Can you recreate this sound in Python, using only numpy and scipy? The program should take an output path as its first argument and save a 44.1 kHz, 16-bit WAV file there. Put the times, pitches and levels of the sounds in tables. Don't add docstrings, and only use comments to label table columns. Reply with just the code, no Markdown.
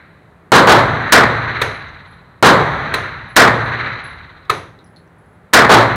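import sys
import numpy as np
from scipy import signal
from scipy.fft import rfft, irfft
from scipy.io import wavfile

SR = 44100
rng = np.random.default_rng(int(sys.argv[2]) if len(sys.argv) > 2 else 0)


def put_to_file(sound):
    columns = np.atleast_2d(sound).T
    safe = np.clip(columns, -1, 1)
    whole_steps = np.round(safe * 32767)
    wavfile.write(sys.argv[1], SR, whole_steps.astype(np.int16))


N = 262821
AGE = np.arange(2 * SR) / SR

# start in seconds, place, booth level in dB, muzzle crack in dB, hall level in dB.
SHOT_LIST = [ (.519, "lane", 0, 1, -0.5), (.673, "distant", -0.5, -6, -0.5), (1.1228, "near", -2, 12.5, 5),
             (2.4262, "lane", 0, -1, 1), (3.3643, "near", -0.5, 9.5, 5.5), (5.535, "near", -1, 12, 3.5),
             (5.694, "distant", 0.5, -15, -1.5), ]
# frequency in Hz, relative level in dB per Hz.
FAR_COLOUR = [(100, -8), (400, -5), (800, -12), (1350, 5), (2000, 5.5), (2700, -10.5), (3400, -17.5),
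              (4000, -5.5), (5100, -40.5), (6100, -34), (7200, -48.5), (16000, -70.5)]
# frequency in Hz, time to fall 60 dB in seconds.
FAR_DECAY = [(100, 0.54), (1500, 0.92), (4000, 1.48), (10000, 1.1)]
# frequency in Hz, relative level in dB per Hz.
CONTACT_COLOUR = [(50, -28.5), (280, -20), (440, 3), (650, -15), (1000, -3.5), (1270, 5), (1550, -11.5),
                  (1900, 2.5), (3000, -12.5), (3900, -3.5), (5200, -30), (6200, -19.5), (7300, -25.5),
                  (11000, -25), (16000, -34)]


def undb(db):
    return 10 ** (np.asarray(db) / 20)


def along(points, hz):
    f, value = np.transpose(points)
    return np.interp(np.log(hz + 1), np.log(f), value)


def fade(t60, age=AGE):
    return np.exp(-np.log(1000) * age / t60)


def shape(x, points):
    gain = undb(along(points, np.fft.rfftfreq(len(x), 1 / SR)))
    return irfft(rfft(x) * gain, len(x))


def noise(points, size=len(AGE)):
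    x = shape(rng.standard_normal(size), points)
    return x / x.std()


def reverberation(points, t60s, age=AGE):
    spectrum = rfft(noise(points))
    hz = np.maximum(np.fft.rfftfreq(len(AGE), 1 / SR), 32)
    half_octaves = 2 * np.log2(hz)
    total = 0
    for k in range(10, 30):
        overlap = np.maximum(1 - abs(half_octaves - k), 0)
        band = irfft(spectrum * overlap)
        total = total + band * fade(along(t60s, 2 ** (k / 2)), age)
    return total


def clusters(rate, spread_db):
    wander = np.interp(AGE * rate, np.arange(1024), rng.standard_normal(1024))
    return undb(spread_db * wander)


def ring(modes):
    total = 0
    for hz, db, t60 in modes:
        tone = np.sin(2 * np.pi * (hz * AGE + rng.random()))
        total = total + undb(db) * fade(t60) * tone
    return total


def butter(x, hz, kind, order=1):
    return signal.sosfilt(signal.butter(order, hz, kind, fs=SR, output="sos"), x)


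def add(track, s, sound):
    start = int(s * SR)
    track[start:start + len(sound)] += sound[:N - start]


def earlier_shot(echo_db=-45):
    out = np.zeros(N)
    add(out, 0, undb(echo_db) * reverberation(FAR_COLOUR, FAR_DECAY))
    return out


def ventilation(air_db=-48, fan_hz=170.0, fan_db=-56):
    # frequency in Hz, relative level in dB per Hz.
    air_colour = [(25, -19), (45, -5.5), (80, -3), (165, -7), (250, -12), (400, -12), (700, -14.5),
                  (1300, -16), (1900, -19), (2800, -34), (4000, -36.5), (5200, -48), (10000, -45),
                  (16000, -55)]
    air = undb(air_db) * noise(air_colour, size=N)
    fan = undb(fan_db) * np.sin(2 * np.pi * fan_hz * np.arange(N) / SR)
    return air + fan


def pistol(place, blast, crack_colour, booth_db, fill_s, hall_db, far_db, far_s, far_rise_s, crack_t60,
           boom_db, flutter_db, treble_flutter_db, fill_db=5, build_s=0.077, round_trip_s=.063):
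    # frequency in Hz, time to fall 60 dB in seconds.
    booth_decay = [(60, 0.64), (250, 0.5), (1000, 0.4), (4000, 0.36), (12000, 0.46)]
    # frequency in Hz, relative level in dB per Hz.
    hall_colour = [(25, -4.5), (50, 1.5), (80, 4), (120, 5), (200, 0), (500, 5), (1300, 5.5), (2000, 1),
                   (2800, -16), (4000, -10), (5200, -40.5), (6100, -25.5), (7300, -42), (10000, -43.5),
                   (16000, -58.5)]
    # frequency in Hz, time to fall 60 dB in seconds.
    hall_decay = [(60, 3.3), (150, 1.82), (500, 1.32), (1500, 1.98), (4000, 1.7), (8000, 1.5), (14000, 1.8)]
    # frequency in Hz, relative level in dB, time to fall 60 dB in seconds.
    standing_waves = [(52, -36, 1), (92, -23.5, 0.8), (115.8, -14.5, 1.35), (116, -24, 0.67),
                      (132.7, -26, 1.9), (147.3, -21.5, 1.6)]
    # frequency in Hz, gain in dB.
    treble_share = [(1500, -23), (3200, -1)]

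    crack = noise(crack_colour) * fade(crack_t60)

    fill_left = np.maximum(1 - AGE / fill_s, 0)
    filling = undb(booth_db - fill_db * fill_left) * clusters(rate=120, spread_db=1.0)
    booth = filling * reverberation(blast, booth_decay, np.maximum(AGE - fill_s, 0))

    roll = undb(hall_db) * reverberation(hall_colour, hall_decay)
    boom = undb(boom_db) * ring(standing_waves)
    hall = (roll + boom) * (1 - np.exp(-AGE / build_s))

    swell = np.exp(-(np.minimum(AGE - far_s, 0) / far_rise_s) ** 2)
    far = undb(far_db) * swell * reverberation(FAR_COLOUR, FAR_DECAY, np.maximum(AGE - far_s, 0))
    echoes = hall + far * clusters(rate=120, spread_db=2.0)

    front = np.cos(2 * np.pi * AGE / round_trip_s)
    treble = shape(echoes, treble_share)
    rest = echoes - treble
    tail = rest * undb(flutter_db * front) + treble * undb(treble_flutter_db * front)

    out = np.zeros(N)
    for s, where, db, crack_db, tail_db in SHOT_LIST:
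        if where == place:
            add(out, s, undb(db) * booth + undb(crack_db) * crack + undb(tail_db) * tail)
    return out


def near_action(lead_s=.004, click_db=-17, click_t60=.04, thump_db=-7, thump_hz=32, thump_t60=0.26):
    out = np.zeros(N)
    for s, where, *_ in SHOT_LIST:
        if where == "near":
            click = noise(CONTACT_COLOUR) * fade(click_t60)
            thump = np.sin(2 * np.pi * thump_hz * AGE) * fade(thump_t60)
            add(out, s - lead_s, undb(click_db) * click)
            add(out, s, undb(thump_db) * thump)
    return out


def clacks(meet_s=0.0055, rise_s=0.0046, contact_t60=0.043, knock_hz=1275, knock_db=-4):
    # start in seconds, contact level in dB, ring in dB, room answer in dB.
    clack_list = [(1.615, -9, -30, -17.5), (2.9385, -11, -16, -19.5), (4.4962, -11, -14, -18.5)]
    # frequency in Hz, relative level in dB per Hz.
    answer_colour = [(30, -12), (120, 0.5), (220, -15), (430, 1.5), (800, -3.5), (1200, -1.5), (2200, -7),
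                     (3000, -16.5), (3900, -11), (5200, -28.5), (6200, -19), (7300, -34.5), (10000, -27),
                     (16000, -53)]
    # frequency in Hz, time to fall 60 dB in seconds.
    answer_decay = [(100, .8), (500, 0.45), (1500, 0.46), (4000, 0.43), (12000, 0.36)]
    # frequency in Hz, relative level in dB, time to fall 60 dB in seconds.
    part_modes = [(440, -11, 0.14), (1042, -3.5, 0.19), (1230, -8.5, 0.34), (1267, 15, 0.034),
                  (1325, -5, .1), (1770, -4, 0.13), (2150, -8, 0.068), (2334, -15, .18),
                  (2590, -3.5, 0.075), (3833, -8, 0.11), (4040, -8, 0.11)]

    approach = np.exp(-(np.minimum(AGE - meet_s, 0) / rise_s) ** 2)
    contact = approach * fade(contact_t60, np.maximum(AGE - meet_s, 0))
    knock = undb(knock_db) * contact ** 2 * np.sin(2 * np.pi * knock_hz * AGE)
    arrival = np.minimum(AGE / meet_s, 1)

    out = np.zeros(N)
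    for s, db, ring_db, room_db in clack_list:
        room = undb(room_db) * reverberation(answer_colour, answer_decay)
        ringing = undb(ring_db) * ring(part_modes)
        hit = undb(db) * (contact * noise(CONTACT_COLOUR) + knock)
        add(out, s, hit + arrival * (room + ringing))
    return out


def brass(split_hz=35, twin_db=-6, ring_t60=.3, tick_db=-11, tick_t60=0.01):
    # start in seconds, ring frequency in Hz, level in dB.
    bounces = [(1.743, 10120, -57), (2.071, 10200, -64), (2.11, 10880, -61), (3.288, 10120, -55),
               (3.65, 10800, -58), (4.04, 10130, -45.5), (4.55, 10130, -47), (4.843, 10100, -57.5),
               (4.963, 10170, -61), (5.183, 10140, -65.5), (5.26, 10150, -66.5), (5.33, 10170, -69)]
    out = np.zeros(N)
    for s, hz, db in bounces:
        tick = undb(tick_db) * noise([(2000, -20), (9500, -7), (16000, -4)]) * fade(tick_t60)
        pair = ring([(hz, 0, ring_t60), (hz + split_hz, twin_db, ring_t60)])
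        add(out, s, undb(db) * (pair + tick))
    return out


def ticks(skirt_db=-22):
    # start in seconds, centre in Hz, level in dB, time to fall 60 dB in seconds.
    tick_list = [(1.883, 6300, -57, .08), (4.453, 3900, -49, .08), (4.79, 3930, -53, 0.16),
                 (4.843, 5800, -58, 0.034), (4.86, 5300, -63, .12), (4.962, 4280, -49, 0.17),
                 (5.076, 6000, -65.5, 0.027)]
    out = np.zeros(N)
    for s, hz, db, t60 in tick_list:
        below = [(hz / 10, 2 * skirt_db), (hz / 1.3, skirt_db)]
        above = [(hz * 1.14, skirt_db), (hz * 2, 2 * skirt_db)]
        add(out, s, undb(db) * noise(below + [(hz, 0)] + above) * fade(t60))
    return out


def scene():
    # frequency in Hz, relative level in dB per Hz.
    near_blast = [(30, -31.5), (60, -23), (120, -3), (250, -6.5), (500, -0.5), (1000, 1), (1800, 2.5),
                  (2800, -18.5), (4000, -15), (5200, -30.5), (9000, -42), (16000, -62)]
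    lane_blast = [(30, -34), (60, -35), (120, -6), (250, -7), (450, 2), (700, -2), (1100, 3.5), (1800, -3),
                  (2800, -20.5), (4000, -13.5), (5200, -33), (9000, -42), (16000, -59)]
    distant_blast = [(30, -28.5), (60, -21), (120, -12.5), (250, -6), (600, -0.5), (1000, 0), (1800, -4),
                     (2800, -21.5), (4000, -16.5), (5200, -32.5), (9000, -44), (16000, -59)]
    # frequency in Hz, relative level in dB per Hz.
    near_crack = [(100, -12), (500, -6), (1500, 5.5), (2200, -5), (4000, -4.5), (8000, -18), (16000, -32.5)]
    lane_crack = [(100, -14), (450, -4.5), (1000, 20), (2000, -21), (4000, -9), (8000, -10.5), (16000, -39)]

    near = pistol("near", near_blast, near_crack, booth_db=3.5, fill_s=.038, crack_t60=0.081,
                  hall_db=-17.5, boom_db=-6, far_db=-26.5, far_s=0.48, far_rise_s=0.25,
                  flutter_db=0.6, treble_flutter_db=2.6)
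    lane = pistol("lane", lane_blast, lane_crack, booth_db=3.5, fill_s=.041, crack_t60=0.066,
                  hall_db=-9.5, boom_db=-3.5, far_db=-26.5, far_s=0.62, far_rise_s=0.3,
                  flutter_db=0.9, treble_flutter_db=0.5)
    distant = pistol("distant", distant_blast, lane_crack, booth_db=4.0, fill_s=0.036, crack_t60=.042,
                     hall_db=-10.0, boom_db=0.5, far_db=-23.0, far_s=.61, far_rise_s=0.24,
                     flutter_db=-0.3, treble_flutter_db=-2.0, fill_db=9.0)
    shots = near + lane + distant + near_action()
    background = earlier_shot() + ventilation()
    small_sounds = clacks() + brass() + ticks()
    return (shots + background + small_sounds)[None]


def record(dry, ceiling=0.7, bass_hz=200, bass_db=-4, coupling_hz=88, top_hz=15900):
    doubled = signal.resample_poly(dry, 2, 1, axis=1)
    clipped = signal.resample_poly(np.clip(doubled, -ceiling, ceiling), 1, 2, axis=1)
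    lifted = clipped + undb(bass_db) * butter(clipped, bass_hz, "low")
    coupled = butter(lifted, coupling_hz, "high", order=2)
    return signal.sosfilt(signal.ellip(10, .2, 60, top_hz, fs=SR, output="sos"), coupled)


dry = scene()
out = record(dry)
put_to_file(out)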